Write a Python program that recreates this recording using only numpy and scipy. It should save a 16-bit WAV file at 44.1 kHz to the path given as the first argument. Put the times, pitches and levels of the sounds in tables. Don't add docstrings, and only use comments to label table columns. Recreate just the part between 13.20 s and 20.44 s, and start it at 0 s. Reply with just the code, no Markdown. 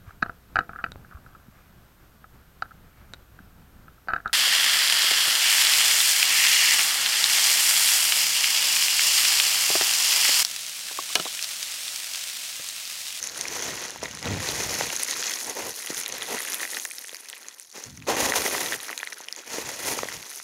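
import sys
import numpy as np
from scipy import signal
from scipy.io import wavfile

SR = 44100
rng = np.random.default_rng(int(sys.argv[2]) if len(sys.argv) > 2 else 0)


def to_wav(sig):
    pcm = np.clip(np.atleast_2d(sig), -1, 1) * 32767
    pcm = np.round(pcm).astype(np.int16)
    wavfile.write(sys.argv[1], SR, pcm.T)


N = 319177

# (frequency [Hz], relative level [dB])
AIR_TONE = [(24, -65), (40, -41), (250, -30), (663, -9), (873, -6), (2000, -27), (6490, -33), (10700, -17),
            (16000, -18)]
AIR_DB = -73
# (frequency [Hz], relative level [dB])
BUFFET_TONE = [(30, -19), (60, 1.5), (97, 4.5), (150, 3.5), (300, -6), (500, -34.5)]
# (start [s], build-up [s], length [s], level [dB], fade over the length [dB])
PUFFS = [(0, .02, .3, -61, 3), (.42, 0.046, 0.14, -51.5, -3.5), (0.717, .05, .1, -53, -3),
         (0.876, 0.038, 0.17, -50, 0), (1.016, .06, 0.19, -35.5, 2.5), (1.78, .03, 0.21, -65.5, -2),
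         (2.42, .05, .08, -48, 4), (3.224, .03, .35, -73, 3), (4.642, .03, 0.27, -48, -0.5),
         (5.17, .035, 0.063, -45, 6), (5.36, .05, 0.2, -56.5, 0), (6.4, .04, .1, -53, 3),
         (6.93, .03, 0.093, -55, 5), (7.173, .05, .1, -69, 0)]
STILL_DB = -86
# (start [s], build-up [s], length [s], level [dB], fade over the length [dB])
JUDDER = (1.08, .02, .075, -31, 0)
JUDDER_HZ, JUDDER_SLOPE = 93.3, 1.2

# (start [s], build-up [s], length [s], grit level [dB], fade over the length [dB],
#  cobbles against grit [dB], sand against grit [dB], thump at the microphone [dB])
SHOVES = [(.1, 0.27, 0.56, -38.5, 5, -2.5, -7, -53.5), (.815, 0.018, .07, -41.5, 7, 2, -6.5, -45),
          (.935, .02, 0.029, -49, 2, -12, -13, -54), (1.02, 0.042, 0.16, -38, 8.5, 3.5, -17, -44),
          (1.193, 0.029, 0.47, -33, 2.5, -4.5, -8, -43.5), (2.215, 0.07, 0.095, -40, 1, 1.5, -7, -59),
          (2.344, 0.027, 0.15, -39, 3.5, 2.5, -5.5, -61), (2.685, 0.015, 0.037, -38, 3, -10, -5, -57),
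          (2.76, 0.027, 0.046, -36.5, 6, -11, 1, -53), (2.885, 0.032, 0.18, -40.5, 6, 0, -7.5, -57),
          (3.06, .08, 0.1, -36.5, 5, 4, -3, -54), (3.39, 0.023, 0.048, -37.5, 1, -6, -1, -80),
          (3.49, 0.056, 0.086, -38, 2, -7, -2, -82), (4.525, 0.023, 0.14, -46, 3, -4.5, -7, -81),
          (4.868, 0.017, 0.081, -32.5, 2, 6, -7, -47), (4.95, 0.016, .145, -30.5, 0, 0.5, -4, -43),
          (5.125, 0.035, 0.4, -32, 7, 0, -1, -53), (5.675, 0.034, .07, -51, 0.5, 2.5, -3, -85),
          (6.165, .015, 0.031, -43, 6, -5, -9, -79), (6.26, .09, 0.3, -37.5, 2.5, -3.5, -6, -58),
          (6.57, 0.089, 0.15, -34.5, -1, -2, -1, -50), (6.75, 0.032, 0.22, -37.5, 8, -4, -4.5, -51)]
START_DB, STOP_DB = -13, -19
LET_GO_S, LET_GO_SHARE = 0.028, 0.26
PEBBLE_DB, PEBBLE_SHARE = -1.5, 0.31
HEAVY_FADE = 1.39
# (time [s], grit level [dB], pebbles against grit [dB], sand against grit [dB])
RUN = [(0, -39, -5, -8), (.6, -40, -1.5, -10.5), (.78, -46, -1, -11.5), (1.18, -45.5, 3.5, -8.5),
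       (1.4, -40, -7, -1.5), (1.7, -36.5, -5, -5.5), (2.08, -31.5, -4.5, -9), (2.2, -36.5, -5.5, -1.5),
       (2.33, -43, -9, -3), (2.58, -38.5, -7, -1.5), (2.86, -44, 2, -4), (3.35, -38.5, -0.5, 0),
       (3.48, -42, -1.5, 1.5), (3.62, -42.5, -8.5, 0.5), (4.27, -52, -0.5, -2.5), (4.51, -54, -9, -4),
       (4.85, -54.5, -1, -7), (5.64, -43.5, -1, 0), (6.14, -52.5, 1.5, -4.5), (7.02, -48, -0.5, -4),
       (7.16, -42, -5, -2), (7.24, -45, -8, -7)]
RUN_COBBLE_DB = -9.5
PRESS_SHOVE, PRESS_RUN = 0.83, .45
THINNING_PER_DB, THIN_FROM_DB = .01, -42

# (lowest ring [Hz], highest ring [Hz], how far single blows stand apart [factor])
STONES = [(215, 1210, 0.43), (1165, 3800, 1.44), (4030, 7600, 1.26), (7720, 14400, 1.1)]
# (multiple of its pitch [factor], level [dB])
OVERTONES = [(1.0, 1.5), (1.55, -7.5), (2.3, -19.5), (3.3, -15.5)]
RING_S = 0.0063
TRICKLE_PER_S, BLOW_SPREAD_DB = 900., 4
# (time [s], peak level before echoes and housing [dB], ring [Hz])
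CLACKS = [(0.0278, -14.5, 6300), (0.04, -15, 6000), (0.0728, -14, 6700), (0.1774, -20, 9500),
          (0.2113, -9.5, 6100), (0.254, -18, 2290), (0.283, -15.5, 5550), (0.424, -18, 6270),
          (0.6514, -25.5, 2030), (0.682, -19, 4640), (0.7057, -20.5, 6100), (0.76, -25, 950),
          (0.8297, -20.5, 600), (0.836, -18.5, 5600), (0.8567, -19, 2000), (0.9124, -22, 6420),
          (0.9501, -21, 5170), (1.0278, -19, 4960), (1.0561, -17, 3770), (1.2886, -10.5, 4020),
          (1.6095, -22, 1480), (1.61, -13, 810), (1.7028, -16, 2860), (1.764, -14, 6440),
          (1.8333, -9, 9350), (1.9098, -15, 9300), (2.0157, -27, 6500), (2.0965, -17, 6270),
          (2.157, -20, 5600), (2.212, -21, 7000), (2.297, -18, 6250), (2.371, -21, 5900), (2.425, -29, 606),
          (2.662, -25, 6560), (2.673, -18.5, 3260), (2.703, -23.5, 344), (2.709, -22, 6170),
          (2.725, -30, 330), (2.7457, -19, 7040), (2.779, -18.5, 5900), (2.8012, -17, 10100),
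          (2.8129, -17, 7240), (2.825, -23, 6350), (2.8351, -19, 6200), (2.8615, -11, 3630),
          (2.8805, -15, 12900), (2.8911, -22, 9970), (2.9242, -20.5, 6670), (2.9824, -19, 12900),
          (3.0222, -15, 3530), (3.1822, -23, 1950), (3.2029, -24, 1930), (3.2217, -17, 12200),
          (3.3314, -16, 5900), (3.3367, -15.5, 7200), (3.3444, -11.5, 11300), (3.365, -28, 2550),
          (3.431, -18.5, 1810), (3.452, -21, 1940), (3.5334, -25, 2000), (3.547, -15.5, 3840),
          (3.57, -17, 1890), (3.587, -21, 6370), (3.5985, -18, 6680), (3.6247, -21, 9580),
          (3.651, -13.5, 7400), (3.6539, -19.5, 1780), (3.712, -23.5, 2400), (3.7841, -20, 5320),
          (3.7912, -23, 12810), (3.8453, -28, 1770), (3.894, -22, 3400), (3.93, -34, 566),
          (3.946, -18.5, 4830), (3.957, -31, 2280), (3.968, -24, 6610), (4.0004, -29, 9550),
          (4.087, -28, 6450), (4.0998, -20, 7900), (4.1296, -21, 3200), (4.135, -28.5, 1870),
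          (4.2234, -35, 6400), (4.285, -19.5, 6970), (4.398, -22, 8850), (4.58, -30.5, 477),
          (4.639, -21, 6270), (4.7743, -30, 6000), (4.8233, -33, 2470), (5.1216, -10, 1910),
          (5.138, -12, 1490), (5.158, -13, 3530), (5.1762, -16, 4030), (5.2199, -17, 4770),
          (5.263, -15.5, 2020), (5.345, -18.5, 2040), (5.35, -15.5, 1240), (5.381, -21, 1700),
          (5.461, -19, 3800), (5.486, -22, 3540), (5.5231, -15, 1720), (5.5306, -18.5, 1940),
          (5.534, -17.5, 3620), (5.541, -18, 1780), (5.6028, -21, 3900), (5.609, -31, 6800),
          (5.683, -25, 5500), (5.6837, -24, 1450), (5.693, -20.5, 1800), (5.7015, -19.5, 1300),
          (5.7125, -26, 2730), (5.7294, -19.5, 2040), (5.777, -22, 7200), (5.7777, -15.5, 4100),
          (5.7906, -21.5, 6440), (5.8018, -24, 2380), (5.831, -15, 1730), (5.843, -31, 4300),
          (5.862, -35, 2100), (5.8729, -23, 2080), (5.8737, -21.5, 3900), (5.9255, -22, 1890),
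          (5.93, -21.5, 5660), (6.0047, -29.5, 900), (6.011, -27, 6550), (6.043, -31, 5810),
          (6.0853, -17.5, 3060), (6.126, -14, 5160), (6.163, -22, 6650), (6.383, -22, 460),
          (6.775, -25, 535), (6.79, -15, 1210), (6.833, -21, 1300), (6.8327, -18, 607.6), (6.855, -25, 650),
          (6.8864, -21, 1970), (6.919, -27, 1500), (6.926, -22, 5100), (7.2, -26.5, 1470)]
SNAP_DB = -3.5

# (frequency [Hz], level [dB])
HOUSING = [(100, -0.5), (800, 3), (1200, -3), (2050, 4), (3000, 0), (4800, -1), (6490, 4.5), (7930, -4),
           (9500, 4), (13000, -2), (16000, 3)]
EDGE_HZ = 15780


def gain_of(db):
    return 10 ** (np.asarray(db) / 20)


def evened(x):
    return x / np.sqrt(np.mean(x ** 2) + 1e-20)


def curve(rows):
    s, *columns = np.transpose(rows)
    return [np.interp(np.arange(N) / SR, s, column) for column in columns]


def coloured(x, points):
    f, db = np.transpose(points)
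    hz = abs(np.fft.fftfreq(8192, 1 / SR))
    log_gain = np.log(gain_of(np.interp(np.log(hz + 1), np.log(f + 1), db)))
    spectrum = np.exp(np.conj(signal.hilbert(log_gain)))
    taps = np.fft.ifft(spectrum).real[:4096]
    return signal.oaconvolve(x, taps)[..., :N]


def wander(rate_hz):
    low_pass = signal.butter(2, 2 * rate_hz / SR)
    return evened(signal.lfilter(*low_pass, rng.standard_normal(N)))


def swell(start, rise, length, db, fade_db):
    t = np.arange(N) / SR - start
    let_go = LET_GO_S + LET_GO_SHARE * length
    corners = np.cumsum([0, rise, max(length - rise, 1e-3), let_go])
    shape_db = np.interp(t, corners, [START_DB, 0, -fade_db, STOP_DB - fade_db])
    return gain_of(db + shape_db) ** 2 * (t > 0) * (t < length + let_go)


def still_air():
    return gain_of(AIR_DB) * evened(coloured(rng.standard_normal(N), AIR_TONE))


def buffet():
    rumble = coloured(rng.standard_normal(N), BUFFET_TONE)
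    lumps = evened(rumble * gain_of(2.0 * wander(32)))
    power = gain_of(STILL_DB) ** 2
    for start, rise, length, _, fade_db, _, _, thump_db in SHOVES:
        power = power + swell(start, rise, length, thump_db, fade_db)
    for puff in PUFFS:
        power = power + swell(*puff)
    return np.sqrt(power) * lumps


def judder():
    turns = np.cumsum(JUDDER_HZ * (1 + .08 * wander(28.7))) / SR
    pulses = sum(np.cos(2 * np.pi * k * turns) / k ** JUDDER_SLOPE for k in range(1, 6))
    return np.sqrt(swell(*JUDDER)) * evened(pulses) * gain_of(1.6 * wander(60))


def ground(x):
    t = np.arange(2600) / SR
    hits = rng.standard_normal(len(t)) * (rng.random(len(t)) < .06)
    taps = hits * gain_of(-60 * t / 0.022) * (t > .001)
    echoes = signal.oaconvolve(x, taps / np.linalg.norm(taps))[:N]
    return x + gain_of(-16.0) * echoes


def clack(hz, snap_db, chance, rise_s=0.00009, snap_s=0.0042):
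    t = np.arange(1200) / SR
    snap = gain_of(snap_db - 60 * t / snap_s) * chance[:len(t)]
    snap_edge = min(2 * (0.82 * hz + 2700.0) / SR, .95)
    out = signal.lfilter(*signal.butter(2, snap_edge), snap)
    for k, (multiple, db) in enumerate(OVERTONES):
        f = hz * multiple * (1 + 0.17 * chance[-1 - k] * (k > 0))
        db = db + 3 * chance[-9 - k] * (k > 0)
        t60 = RING_S * (2000 / f) ** 0.44
        ring = gain_of(db - 60 * t / t60) * np.sin(2 * np.pi * f * t)
        out = out + ring * (f < .45 * SR) * (1 - np.exp(-t / rise_s))
    out = signal.lfilter(*signal.butter(2, 2 * 0.24 * hz / SR, "high"), out)
    return out / abs(out).max()


def clacks():
    out = np.zeros(N + SR)
    for (s, db, hz), chance in zip(CLACKS, rng.standard_normal((len(CLACKS), 1220))):
        sound = gain_of(db) * clack(hz, SNAP_DB, chance)
        out[round(s * SR):][:len(sound)] += sound
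    return out[:N]


def trickle(count):
    force = gain_of(BLOW_SPREAD_DB * np.minimum(rng.exponential(1, N), 3.3))
    blows = force * (rng.random(N) < TRICKLE_PER_S / SR)
    which = rng.integers(0, count, N)
    out = np.zeros(N)
    for k, hz in enumerate(np.geomspace(350, 13000, count)):
        ring = clack(hz, -2.0, rng.standard_normal(1220))
        out += signal.oaconvolve(blows * (which == k), ring / np.linalg.norm(ring))[:N]
    return out


def moving():
    shoved = np.zeros((4, N))
    for start, rise, length, db, fade_db, cobble_db, sand_db, _ in SHOVES:
        grit = swell(start, rise, length, db, fade_db)
        cobbles = swell(start, rise, length, db + cobble_db, HEAVY_FADE * fade_db)
        pebbles = grit * gain_of(PEBBLE_DB + PEBBLE_SHARE * cobble_db) ** 2
        sand = grit * gain_of(sand_db) ** 2
        shoved += [cobbles, pebbles, grit, sand]
    grit_db, pebble_db, sand_db = curve(RUN)
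    against_grit = np.array([pebble_db + RUN_COBBLE_DB, pebble_db, 0 * grit_db, sand_db])
    return shoved, gain_of(grit_db + against_grit) ** 2


def slide():
    stones = trickle(count=40)
    grit_db = curve(RUN)[0]
    run_press = np.clip(PRESS_RUN + THINNING_PER_DB * (grit_db - THIN_FROM_DB), 0, 1)
    surges = gain_of(1.62 * wander(17) + 1.82 * wander(81) + 0.77 * wander(630))
    out = np.zeros(N)
    for (lo_hz, hi_hz, apart), shoved, running in zip(STONES, *moving()):
        band = signal.butter(3, [2 * lo_hz / SR, 2 * hi_hz / SR], "band", output="sos")
        power = shoved + running
        press = (PRESS_SHOVE * shoved + run_press * running) / power
        loose = np.clip(apart * (1 - press), 0, 1)
        scrape = signal.sosfilt(band, surges * rng.standard_normal(N))
        grinding = evened(scrape * gain_of(0.93 * wander(50.0)))
        trickling = evened(signal.sosfilt(band, stones))
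        out += np.sqrt(power) * (np.sqrt(1 - loose) * grinding + np.sqrt(loose) * trickling)
    return out


def scene():
    stones = ground(slide() + clacks())
    scree = signal.lfilter(*signal.butter(3, 2 * 153.0 / SR, "high"), stones)
    return (still_air() + buffet() + judder() + scree)[None]


def record(dry):
    heard = coloured(dry[0], HOUSING)[None]
    band_limit = signal.firwin(511, EDGE_HZ, window=("kaiser", 9), fs=SR)[None]
    return signal.oaconvolve(heard, band_limit, "same")


dry = scene()
out = record(dry)
to_wav(out)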